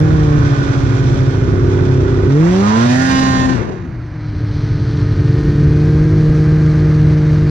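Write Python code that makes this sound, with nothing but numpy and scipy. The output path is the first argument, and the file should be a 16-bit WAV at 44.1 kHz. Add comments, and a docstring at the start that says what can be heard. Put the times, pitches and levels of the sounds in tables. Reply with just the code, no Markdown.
"""Snowmobile ride across a snowy field

A two-stroke twin heard close up, from two microphone ports at the rider's helmet. It burbles at part
throttle, clears into a rasping full-throttle climb, sputters as the rider lets off, then settles to a
cruise. The firings ring pipe and silencer, crank harmonics sweep through the hood's resonances, and
skis and track hiss through the snow over a rumble of wind. After the climb the image narrows to mono."""
import sys
import numpy as np
from scipy import signal
from scipy.fft import rfft, irfft
from scipy.io import wavfile
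from scipy.ndimage import uniform_filter1d, minimum_filter1d

SR = 44100
rng = np.random.default_rng(int(sys.argv[2]) if len(sys.argv) > 2 else 0)


def persist_wave(psi):
    """Save psi, clipped to +-1, as 16-bit WAV."""
    counts = np.round(np.clip(psi, -1, 1) * 32767).astype(np.int16)
    wavfile.write(sys.argv[1], SR, np.atleast_2d(counts).T)


N = 330750
TIME = np.arange(N) / SR
FREQS = np.fft.rfftfreq(N, 1 / SR)
CRUISE_S = 5.6

# strong and weak firings alternate: time_s, cycles_per_firing, regularity (0-1), silencer_ring_db
UNEVEN_FIRING = [(0, 0.23, 0.06, -1), (1.25, 0.2, 0.39, -0.5), (1.7, 0.29, 0.77, 6), (2.25, 0.25, 0.6, 6),
                 (2.75, 0.54, 0.99, -6), (3.15, .26, 0.43, -20), (3.6, 0.24, 0, 4.5),
                 (4.1, 0.27, 0.2, -28.5), (4.65, 0.28, 0.7, -7), (6, 0.38, 0.07, 0), (7.5, 0.41, 0.4, -5)]
# bunches of firings boom in the pipe under light load: centre_s, half_length_s, pitch_hz, level_db
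PIPE_BOOMS = [(0.524, 0.019, 132, -8.8), (0.593, 0.015, 125, -8), (0.616, .014, 120.6, -11.5),
              (0.704, 0.012, 119, -7.5), (0.777, .018, 127.7, -10.5), (0.842, 0.009, 123.5, -6.5),
              (0.874, 0.017, 119, -14), (0.908, 0.015, 122, -10.5), (0.952, 0.021, 119, -10),
              (1.012, 0.018, 125.7, -9), (1.073, .022, 127.3, -9), (1.131, 0.012, 128, -6),
              (1.208, 0.011, 116.3, -7.5), (1.231, .014, 121.7, -9), (1.286, 0.012, 128, -5.5),
              (4.369, 0.0087, 98, -11), (4.446, 0.016, 119.3, -18.5), (4.551, 0.02, 104, -14.5),
              (4.643, 0.0086, 117.7, -11.5), (4.705, .022, 119, -12), (4.762, .019, 133.6, -17),
              (4.831, .019, 124.7, -11.5), (4.884, 0.015, 108, -8.5), (4.95, 0.013, 109.7, -12),
              (5.025, 0.019, 117, -10), (5.076, 0.011, 123.5, -11), (5.12, 0.024, 109.7, -9),
              (5.198, .015, 110.7, -7), (5.256, 0.011, 110, -8), (5.301, 0.012, 117.4, -7.5),
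              (5.346, 0.022, 119.4, -11.5), (5.42, 0.035, 126.4, -15), (5.497, .015, 125, -9)]


def amp(db):
    """Decibels to gain."""
    return 10 ** (np.asarray(db) / 20)


def unit(x):
    """Scales to rms 1; a stereo pair by its mid signal."""
    return x / np.sqrt(np.mean(np.atleast_2d(x).mean(0) ** 2) + 1e-20)


def curves(rows):
    """Each column of a timed table at every sample."""
    times, *columns = np.transpose(rows)
    return [np.interp(TIME, times, column) for column in columns]


def read(points, hz):
    """Looks up a spectrum table on a log-frequency axis."""
    freqs, values = np.transpose(points)
    return np.interp(np.log(hz + 1), np.log(freqs + 1), values)


def ramp(start_s, length_s):
    """Rises from 0 to 1 and stays there."""
    return np.clip((TIME - start_s) / length_s, 0, 1)


def bell(x, centre, width):
    """Bell curve, down to 1/e one width from its centre."""
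    return np.exp(-((x - centre) / width) ** 2)


def wander(rate):
    """Random drift of rms 1 that changes about rate times a second."""
    knots = rng.standard_normal(8192)
    return unit(np.interp(TIME * rate, np.arange(len(knots)), knots))


def response(modes):
    """Complex response of resonances (centre_hz, width_hz, gain_db) with alternating sign."""
    return sum((-1) ** k * amp(db) * 1j * FREQS * width / (hz ** 2 - FREQS ** 2 + 1j * FREQS * width)
               for k, (hz, width, db) in enumerate(modes))


def lowpass(edge_hz, order):
    """Gain of a smooth low-pass."""
    return 1 / np.sqrt(1 + (FREQS / edge_hz) ** (2 * order))


def ports(spectrum, diffuse=None):
    """A spectrum at the two microphone ports: the left is shaded and late; diffuse sound differs."""
    # shading of the left port: frequency_hz, left_minus_right_db
    shading = [(60, 0.08), (100, -0.5), (170, 0.1), (300, -2.5), (500, -3.5), (860, -8.0), (1460, -9.0),
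               (2480, -8.0), (4220, -5.5), (7180, -1.0)]
    # phase between the ports: frequency_hz, left_lead_rad
    phase_lead = [(20, -0.5), (350, 0.65), (600, -2.5), (800, -0.9), (1200, -4.5), (1460, -2.5),
                  (1950, -8.5), (3000, -5.5), (4000, -21.5), (5100, 6), (6000, -8.5), (7300, -8),
                  (14000, -48)]
    # likeness of diffuse sound at the ports: frequency_hz, coherence (0-1)
    coherence = [(30, 0.75), (250, 0.59), (500, 0.27), (1000, 0.22), (2000, 0.59), (4000, 0.37),
                 (8000, 0.73)]
    left = spectrum
    if diffuse is not None:
        alike = read(coherence, FREQS)
        left = alike * spectrum + np.sqrt(1 - alike ** 2) * diffuse
    shade = amp(read(shading, FREQS)) * np.exp(1j * read(phase_lead, FREQS))
    mid_gain = np.maximum(abs(1 + shade) / 2, .5)
    return irfft(np.array([left * shade, spectrum]) / mid_gain, N)


def noise(shape):
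    """Stereo noise of rms 1 with a given spectrum."""
    common, diffuse = rfft(rng.standard_normal((2, N))) * amp(read(shape, FREQS))
    return unit(ports(common, diffuse))


def exhaust_note(firings, firing_hz, level_db, lull_gain, after_climb, weak_db=-20):
    """Four firing harmonics coloured by the pipe; the lowest dips at each chug and fades first."""
    # what pipe and silencer let through: frequency_hz, gain_db
    pipe_colour = [(130, 3), (152, 3), (180, -2), (225, -0.5), (264, -4), (295, -4), (360, -8), (394, -5.5),
                   (415, -19.5), (440, -8.5), (460, -11), (490, -24.5), (620, -21), (700, -26.5),
                   (790, -19.5), (1000, -49)]
    ring_db = 0.73 * curves(UNEVEN_FIRING)[2]  # harmonics near the silencer's modes swell with them
    upper_db = level_db + 0.73 * np.maximum(weak_db - level_db, 0) - 2 * after_climb
    fourth_db = upper_db - 6 + 4 * ramp(CRUISE_S, .3)
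    gains = (amp(level_db) * lull_gain, amp(upper_db), amp(upper_db), amp(fourth_db))
    tone = np.zeros(N)
    for k, gain in enumerate(gains, 1):
        hz = k * firing_hz
        colour_db = read(pipe_colour, hz) + ring_db * bell(hz, 420, 85)
        tone += gain * amp(colour_db + 0.59 * wander(9)) * np.cos(2 * np.pi * k * firings)
    return ports(rfft(-np.sqrt(2) * tone))


def burble_level(exhaust_db, throttle, surge, after_climb, starved_db=-18):
    """Level of uneven firing in dB: loudest at steady part throttle, dying away with the exhaust."""
    fading_db = 0.64 * np.minimum(exhaust_db - starved_db, 0)
    clearing_db = -10.5 * throttle ** 2 - 4 * np.minimum(abs(surge), 1)
    return -13.5 + fading_db + clearing_db + after_climb - 2 * ramp(CRUISE_S, 0.39)


def skipped_firings(count):
    """Strength of each firing about its mean, rms 1: all even but for one missed in every 3 to 8."""
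    missed = np.isin(np.arange(count), np.cumsum(rng.integers(3, 9, count)))
    return unit(missed.mean() - missed)


def burble(firings, level_db, throttle, lull_gain, lead_cycles=0.18, muffle_hz=520):
    """Firings vary in a loose cycle, or skip at cruise; the differences ring pipe and silencer."""
    # pipe resonances: centre_hz, width_hz, gain_db
    pipe_modes = [(50.6, 39, -3.5), (113.4, 64.3, 4), (139.7, 83, -1)]
    # silencer resonances: centre_hz, width_hz, gain_db
    silencer_modes = [(298, 38, -21), (355.7, 22.8, -12), (478, 110, -27)]
    cycle, regularity, ring_db = curves(UNEVEN_FIRING)
    at = np.flatnonzero(np.diff(np.floor(firings + lead_cycles)) > 0)  # just ahead of the exhaust note
    regularity = regularity[at]
    slips, scatter = rng.standard_normal((len(at), 2)).T
    pattern = np.sqrt(2) * np.cos(2 * np.pi * np.cumsum(cycle[at] + 0.0673 * (1 - regularity) * slips))
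    strength = np.sqrt(regularity) * pattern + np.sqrt(1 - regularity) * scatter
    strength /= np.sqrt(uniform_filter1d(strength ** 2, size=7) + 1e-3)
    skip_share = 0.8 * ramp(CRUISE_S, 0.16)[at]
    kicks = np.zeros(N)
    kicks[at] = np.sqrt(1 - skip_share) * strength + np.sqrt(skip_share) * skipped_firings(len(at))
    pipe = rfft(kicks * lull_gain * (1 - 0.76 * throttle)) * response(pipe_modes)
    pipe += rfft(kicks * throttle ** 2) * response([(193, 35, -10.5)])  # rings higher at full throttle
    silencer = rfft(kicks * amp(ring_db)) * response(silencer_modes)
    muffling = lowpass(muffle_hz, order=4) * (1 - lowpass(32, order=2))
    return unit(ports((pipe + silencer) * muffling)) * amp(level_db + 6 * throttle ** 2)


def lulls(after_climb, reach_s=0.053):
    """Gain of the deep exhaust: it falls away around each chug, less so after the climb."""
    near_chug = np.max([np.exp(-((TIME - s) / reach_s) ** 4) for s, *_ in PIPE_BOOMS], axis=0)
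    depth = np.interp(after_climb, [0, 1], [0.85, 0.3])
    return 1 - depth * near_chug


def chugs(firings, lull_gain):
    """Bunched firings ring the pipe for a few cycles, below the firing rate, filling the lulls."""
    booms = np.zeros(N)
    for centre_s, half_s, hz, db in PIPE_BOOMS:
        cycles = firings[round(centre_s * SR)] + hz * (TIME - centre_s)
        booms += amp(db) * bell(TIME, centre_s, half_s) * np.cos(2 * np.pi * cycles)
    return ports(rfft(-np.sqrt(2) * booms * np.sqrt(1 - lull_gain ** 2)))


def throb(firings, firing_hz, throttle, surge, from_hz=212):
    """At speed one cylinder fires harder, most while the engine pulls: odd crank harmonics sound."""
    crank = np.pi * firings
    tone = np.sin(crank + .25 * wander(40)) + amp(-15) * np.cos(3 * crank) + amp(-16) * np.cos(5 * crank)
    fast = np.clip((firing_hz - from_hz) / 20, 0, 1) * throttle
    level_db = -21.5 + 8 * np.clip(surge, 0, 1) + 1.5 * wander(14)
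    return ports(rfft(np.sqrt(2) * tone * fast)) * amp(level_db)


def sputter(blur_rad=0.58):
    """Unburnt fuel pops in the silencer: short, rough puffs, each lower than the last."""
    # pops after the let-off: centre_s, half_length_s, pitch_hz, level_db
    pops = [(3.628, .03, 440, -34.5), (3.726, 0.045, 376.8, -30), (3.779, 0.023, 350, -36.5),
            (3.859, 0.016, 259, -26.5)]
    puffs = np.zeros(N)
    for centre_s, half_s, hz, db in pops:
        phase = 2 * np.pi * hz * TIME + blur_rad * wander(90)
        puffs += amp(db) * bell(TIME, centre_s, half_s) * np.cos(phase)
    return ports(rfft(np.sqrt(2) * puffs))


def rasp(firings, firing_hz, throttle, phases, honk_hz=1080, treble_hz=2400):
    """Crank harmonics sweep through the hood resonances; unequal cylinders add the odd ones."""
    # engine under the hood: time_s, level_db, odd_harmonics_db, treble_db
    balance = [(0, -33.5, -7, -8.5), (.6, -35, -2.5, 0), (1.2, -39.5, 1.5, -0.5), (2.25, -41.5, -2.5, 0),
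               (2.5, -37, -2, 9.5), (2.7, -23.5, -2, 3), (3.04, -24.5, -1.5, 5.5), (3.14, -19, -6.5, 3),
               (3.5, -24.5, -10.5, 1.5), (3.57, -33.5, -9, 4.5), (4, -49, 4, 0), (5.3, -40, -0.5, 3.5),
               (6, -39, -1.5, -2), (7.5, -41, 4.5, 4.5)]
    # resonances of casing and hood: centre_hz, width_hz, gain_db
    hood_modes = [(566, 120, -5.5), (757, 31, 8), (1024, 110, 7), (1210, 81, -12.5), (1393, 68, 4),
                  (1780, 250, 2.5), (2570, 570, -9.5), (2840, 170, -5.5), (3240, 330, -16.5),
                  (3750, 64, -6), (3880, 310, -15), (4750, 360, -15.5), (5230, 340, -18.5),
                  (6150, 900, -17)]
    level_db, odd_db, treble_db = curves(balance)
    hood = abs(response(hood_modes)) * lowpass(7200, order=5)
    # the firings lose their even timing while the speed changes fast
    changing = np.minimum(abs(uniform_filter1d(np.gradient(firing_hz) * SR, 3000)) / 170, 2)
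    crank = np.pi * (firings + (.002 + .0015 * changing) * wander(110))
    frames = np.arange(0, N, 200)
    # the airbox honks until the engine nears top speed
    pulling = np.clip(changing * throttle * np.minimum((248 - firing_hz) / 25, 1), 0, 1)[frames]
    sound = np.zeros(N)
    for k in range(7, 84):
        hz = k * firing_hz[frames] / 2
        drift = unit(uniform_filter1d(rng.standard_normal(len(frames)), size=20))
        drift_db = 2.5 * drift * np.minimum(hz / treble_hz, 1)  # high harmonics are the least steady
        airbox_db = 4 * pulling * bell(hz, honk_hz, 330)
        colour_db = odd_db[frames] * (k % 2) + treble_db[frames] * (hz > treble_hz)
        gain = np.interp(hz, FREQS, hood) * amp(colour_db + airbox_db + drift_db)
        sound += np.interp(np.arange(N), frames, gain) * np.cos(k * crank + phases[k])
    sound *= 1 + .22 * wander(130)  # no two firings are equally hard
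    sound /= np.sqrt(uniform_filter1d(sound ** 2, 8000) + 1e-9)
    return ports(rfft(sound)) * amp(level_db)


def flared(sound):
    """During the climb, single bands of the sound swell or hollow for a moment."""
    # flares: centre_s, half_length_s, centre_hz, width_hz, change_db
    flares = [(2.46, 0.044, 890, 700, 2), (2.727, 0.035, 1080, 350, 3), (2.825, 0.026, 1180, 300, 2.5),
              (2.99, 0.067, 1880, 202, 6.5), (3.01, 0.095, 1020, 450, -7), (3.06, 0.041, 1520, 260, 6.5)]
    spectrum = rfft(sound)
    for centre_s, half_s, hz, width_hz, db in flares:
        band = irfft(spectrum * response([(hz, width_hz, 0)]), N)
        sound = sound + (amp(db) - 1) * bell(TIME, centre_s, half_s) * band
    return sound


def whine(firings, phases):
    """Crank harmonics swell and fade: clean at full load, blurred by the rattling drive at light load."""
    # ringing in exhaust, hood and drive: centre_s, sigma_s, crank_multiple, level_db, blur_rad
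    whines = [(0.345, .21, 15, -41.5, 1.1), (0.497, .24, 17, -41.5, 1.1), (.56, 0.16, 21, -34, .7),
              (.55, 0.17, 25, -50.5, 0.94), (1.05, 0.21, 22, -43, 0.94), (2.417, .045, 6, -36, .5),
              (2.529, 0.069, 8, -45, .5), (2.595, 0.12, 3, -35, 0.38), (2.668, 0.03, 12, -28.5, .3),
              (2.68, 0.059, 10, -37.5, .4), (2.847, 0.036, 12, -40.5, 0.43), (2.747, .04, 9, -26, .3),
              (2.845, .04, 11, -37, .4), (2.66, .04, 5, -36.5, .4), (2.926, .07, 5, -33, .4),
              (3.036, 0.031, 11, -34, .2), (3.053, .06, 14, -43, .2), (3.102, .08, 38, -41.5, 0.17),
              (3.247, 0.096, 36, -53, .2), (3.278, 0.065, 30, -41.5, 0.22), (3.3, 0.15, 52, -52, .2),
              (3.355, 0.12, 14, -38.5, 0.11), (5.201, 0.77, 17, -46, 1.1), (5.256, .74, 20, -46.5, 1.2),
              (5.347, 0.35, 25, -45.5, 1.9), (5.746, 0.14, 33, -51, .6), (6.25, 0.78, 21, -45.5, 1.1),
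              (6.6, .69, 16, -47, 0.71)]
    tone = np.zeros(N)
    for centre_s, sigma_s, k, db, blur_rad in whines:
        swell = amp(db + 1.2 * wander(25)) * bell(TIME, centre_s, np.sqrt(2) * sigma_s)
        tone += swell * np.cos(k * np.pi * firings + phases[k] + blur_rad * wander(70))
    return ports(rfft(np.sqrt(2) * tone))


def clatter(firings, level_db, throttle, after_climb):
    """Track and clutch clatter yields to intake roar as the throttle opens; both pulse with the firings."""
    # track and clutch at the early pace: frequency_hz, density_db
    slow_track = [(320, -16.5), (550, 2.5), (801, -4), (1080, -4), (1370, -4), (1490, 2), (1590, -8.5),
                  (2070, -10), (2260, -16), (2460, -17.5), (3000, -24.5), (3900, -56.5), (6600, -120)]
    # track at the faster pace after the climb: frequency_hz, density_db
    fast_track = [(320, -38), (550, -2.5), (603, 0), (652, -3), (757, -6), (830, -5), (1130, -5.5),
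                  (1200, -5), (1360, -4), (1580, -2.5), (1850, -7), (2000, -5.5), (2480, -11.5),
                  (2640, -21), (3000, -21.5), (3900, -54.5), (6600, -120)]
    # intake roar: frequency_hz, density_db
    intake = [(180, -28), (300, -1), (472, -4.5), (525, 3.5), (721, -3.5), (786, -6.5), (849, -3),
              (1870, -4.5), (2200, -8.5), (3000, -18.5), (3900, -66.5), (6600, -120)]
    track = amp(-1) * np.sqrt(1 - after_climb) * noise(slow_track)
    track += amp(-1.45) * np.sqrt(after_climb) * noise(fast_track)
    blend = (1 - throttle ** 2) * track + amp(-5) * throttle * noise(intake)
    pulse = 1 + 0.12 * np.cos(2 * np.pi * firings)
    return blend * unit(pulse) * amp(level_db + 0.8 * wander(60))


def hiss(firings, level_db, throttle, after_climb):
    """Snow spray and engine hiss: brightest at full throttle, with a sandy glide after it."""
    # hiss before the climb: frequency_hz, density_db
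    early_snow = [(1410, -28.5), (2400, 1), (2470, 0), (2710, -7), (2870, -7), (3400, -2.5), (3970, -7),
                  (4550, -9), (5010, -10), (5650, -7.5), (6350, -12), (7630, -21), (9920, -36),
                  (16800, -120)]
    # hiss after the climb: frequency_hz, density_db
    cruise_snow = [(1410, -29), (2400, 0), (2480, -9.5), (2560, -3), (2630, -8.5), (3150, -3), (3780, -4),
                   (4170, 2), (5330, -6), (6080, -7.5), (6930, -26), (7630, -22.5), (9920, -41),
                   (16800, -120)]
    # hiss at full throttle: frequency_hz, density_db
    wide_open = [(1410, -30), (2400, -10.5), (2590, -6), (2750, -14.5), (2960, -2.5), (3040, -2.5),
                 (3450, -4.5), (3820, -6), (4290, -3), (5960, -3.5), (7630, -12.5), (9920, -20.5),
                 (16800, -120)]
    snow = amp(5.5) * np.sqrt(1 - after_climb) * noise(early_snow)
    snow += amp(-1) * np.sqrt(after_climb) * noise(cruise_snow)
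    blend = np.sqrt(1 - throttle ** 2) * snow + amp(-4) * throttle * noise(wide_open)
    depth = 0.099 + .3 * throttle ** 4
    pulse = 1 + depth * np.cos(2 * np.pi * firings) + 0.1 * np.cos(np.pi * firings)
    return blend * unit(pulse) * amp(level_db + wander(80))


def fine_spray(firings, firing_hz, hiss_db, throttle, top_hz=265):
    """Fine spray sizzles at full throttle, in spurts at the firing rate; loudest at top speed."""
    # sizzle of the spray: frequency_hz, density_db
    sizzle = [(5000, -67.5), (8000, 1.5), (9000, -4.5), (10500, 1.5), (11500, 2), (12500, 2), (14000, -25)]
    spurts = unit(1 + .7 * np.cos(2 * np.pi * firings))
    level_db = hiss_db - 26 - .09 * (top_hz - firing_hz)
    return noise(sizzle) * spurts * throttle ** 3 * amp(level_db)


def rumble(burble_db, after_climb, gust_db=2):
    """Wind and chassis rumble under the burble and follow its level, stronger at the faster pace."""
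    # wind and chassis: frequency_hz, density_db
    wind = [(10, -24.5), (30, -6.5), (60, 2.5), (120, 0.5), (220, -8), (450, -17), (700, -47), (1500, -67)]
    return noise(wind) * amp(burble_db - 6.5 + 3 * after_climb + gust_db * wander(8.2))


def buffet(firing_hz, throttle, gust_db=3, top_hz=260):
    """Air churns at each microphone port separately as the machine gathers speed."""
    colour = abs(response([(135, 570, 0)])) * lowpass(470, order=2)
    air = irfft(rfft(rng.standard_normal((2, N))) * colour, N)
    return unit(air) * (throttle * firing_hz / top_hz) ** 2 * amp(-27 + gust_db * wander(8.4))


def scene():
    """Exhaust, engine, snow and wind at the helmet, following one crankshaft and one throttle."""
    # engine speed through part throttle, climb, let-off and cruise: time_s, firing_hz
    engine_speed = [(0, 153.4), (.13, 154.9), (.45, 144), (.9, 135.6), (1.5, 132.6), (2.27, 131),
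                    (2.338, 141.2), (2.398, 156), (2.5, 179.2), (2.566, 189.9), (2.748, 221.6),
                    (2.85, 240.3), (3.018, 261.9), (3.11, 265.4), (3.53, 259.8), (3.61, 225.2),
                    (3.72, 190.6), (3.8, 171.7), (4.15, 152.2), (4.5, 148.1), (5.15, 146.6), (5.7, 148.1),
                    (6.05, 154.3), (6.7, 153.1), (7.5, 151.7)]
    # the rider's throttle: time_s, opening (0-1)
    throttle_moves = [(0, 0.42), (2.27, 0), (2.335, 0.8), (2.45, 0.88), (2.7, 0.85), (3.05, 0.98),
                      (3.51, 0.96), (3.61, 0.7), (3.7, 1), (3.9, 0.4), (4.5, 0.14), (5.4, 0.5), (6, 0.57),
                      (7.5, 0.63)]
    # strength of the exhaust note: time_s, level_db
    exhaust_levels = [(0, -15), (.4, -17.5), (2.22, -22.5), (2.29, -14.5), (2.34, -10), (2.42, -8),
                      (2.55, -10.5), (3.2, -8.5), (3.52, -13), (3.6, -27), (4.1, -41), (4.5, -29),
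                      (4.72, -26.5), (5.4, -17.5), (6, -14.5), (7.5, -15.5)]
    # the machine on the snow: time_s, clatter_db, hiss_db
    running_levels = [(0.08, -30.5, -46.5), (0.51, -29.5, -43.5), (1.11, -30.5, -44), (1.61, -32, -49.5),
                      (1.73, -30.5, -47), (2.27, -30.5, -48.5), (2.36, -23, -40.5), (2.62, -22.5, -36.5),
                      (2.82, -22, -32), (3.05, -22.5, -30), (3.18, -24.5, -30), (3.5, -25.5, -38.5),
                      (3.6, -27, -47.5), (3.82, -39, -62), (4.05, -41, -54), (4.61, -37.5, -43),
                      (6.59, -31, -42.5), (7.5, -30.5, -43.5)]
    # the exhaust shifts as the rider leans across the machine: time_s, left_minus_right_db
    rider_lean = [(0, -0.2), (3.3, 0), (3.6, 12), (3.8, 6)]
    firing_hz, = curves(engine_speed)
    throttle, = curves(throttle_moves)
    exhaust_db, = curves(exhaust_levels)
    clatter_db, hiss_db = curves(running_levels)
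    lean = amp(np.outer([.5, -.5], curves(rider_lean)[0]))
    after_climb = ramp(3.55, 0.2)
    firings = np.cumsum(firing_hz) / SR  # two to each turn of the crank
    surge = uniform_filter1d(np.gradient(firing_hz) * SR / 230, size=1500)  # 1 = gaining 230 Hz a second
    burble_db = burble_level(exhaust_db, throttle, surge, after_climb)
    lull_gain = lulls(after_climb)
    phases = 2 * np.pi * rng.random(100)
    # as the speed collapses the engine stops firing evenly and its note breaks up
    stumble = .15 * np.clip(-surge * (1 + 1.2 * after_climb), 0, 1) * wander(90)
    exhaust = exhaust_note(firings + stumble, firing_hz, exhaust_db, lull_gain, after_climb)
    exhaust += burble(firings, burble_db, throttle, lull_gain)
    exhaust += throb(firings, firing_hz, throttle, surge) + sputter() + chugs(firings, lull_gain)
    machine = rasp(firings, firing_hz, throttle, phases)
    machine += clatter(firings, clatter_db, throttle, after_climb)
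    machine = flared(machine) + whine(firings, phases)
    snow = hiss(firings, hiss_db, throttle, after_climb)
    snow += fine_spray(firings, firing_hz, hiss_db, throttle)
    wind = rumble(burble_db, after_climb) + buffet(firing_hz, throttle)
    return exhaust * lean + machine + snow + wind


def record(dry, merge_s=3.7, merge_db_per_s=37.5, ceiling=.95, edge_hz=13200):
    """The ports merge to mono as the wind picks up; peaks are softly limited and the top is cut off."""
    mid = dry.mean(0)
    width = amp(-merge_db_per_s * np.maximum(TIME - merge_s, 0))
    heard = mid + (dry - mid) * width
    peak = uniform_filter1d(-minimum_filter1d(-abs(heard).max(0), 400), 400)
    limited = heard / (1 + (peak / ceiling) ** 8) ** (1 / 8)
    faded = limited * signal.windows.tukey(N, .001)
    band_limit = signal.firwin(511, edge_hz, window=("kaiser", 9), fs=SR)
    return signal.oaconvolve(faded, band_limit[None], "same")


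dry = scene()
out = record(dry)
persist_wave(out)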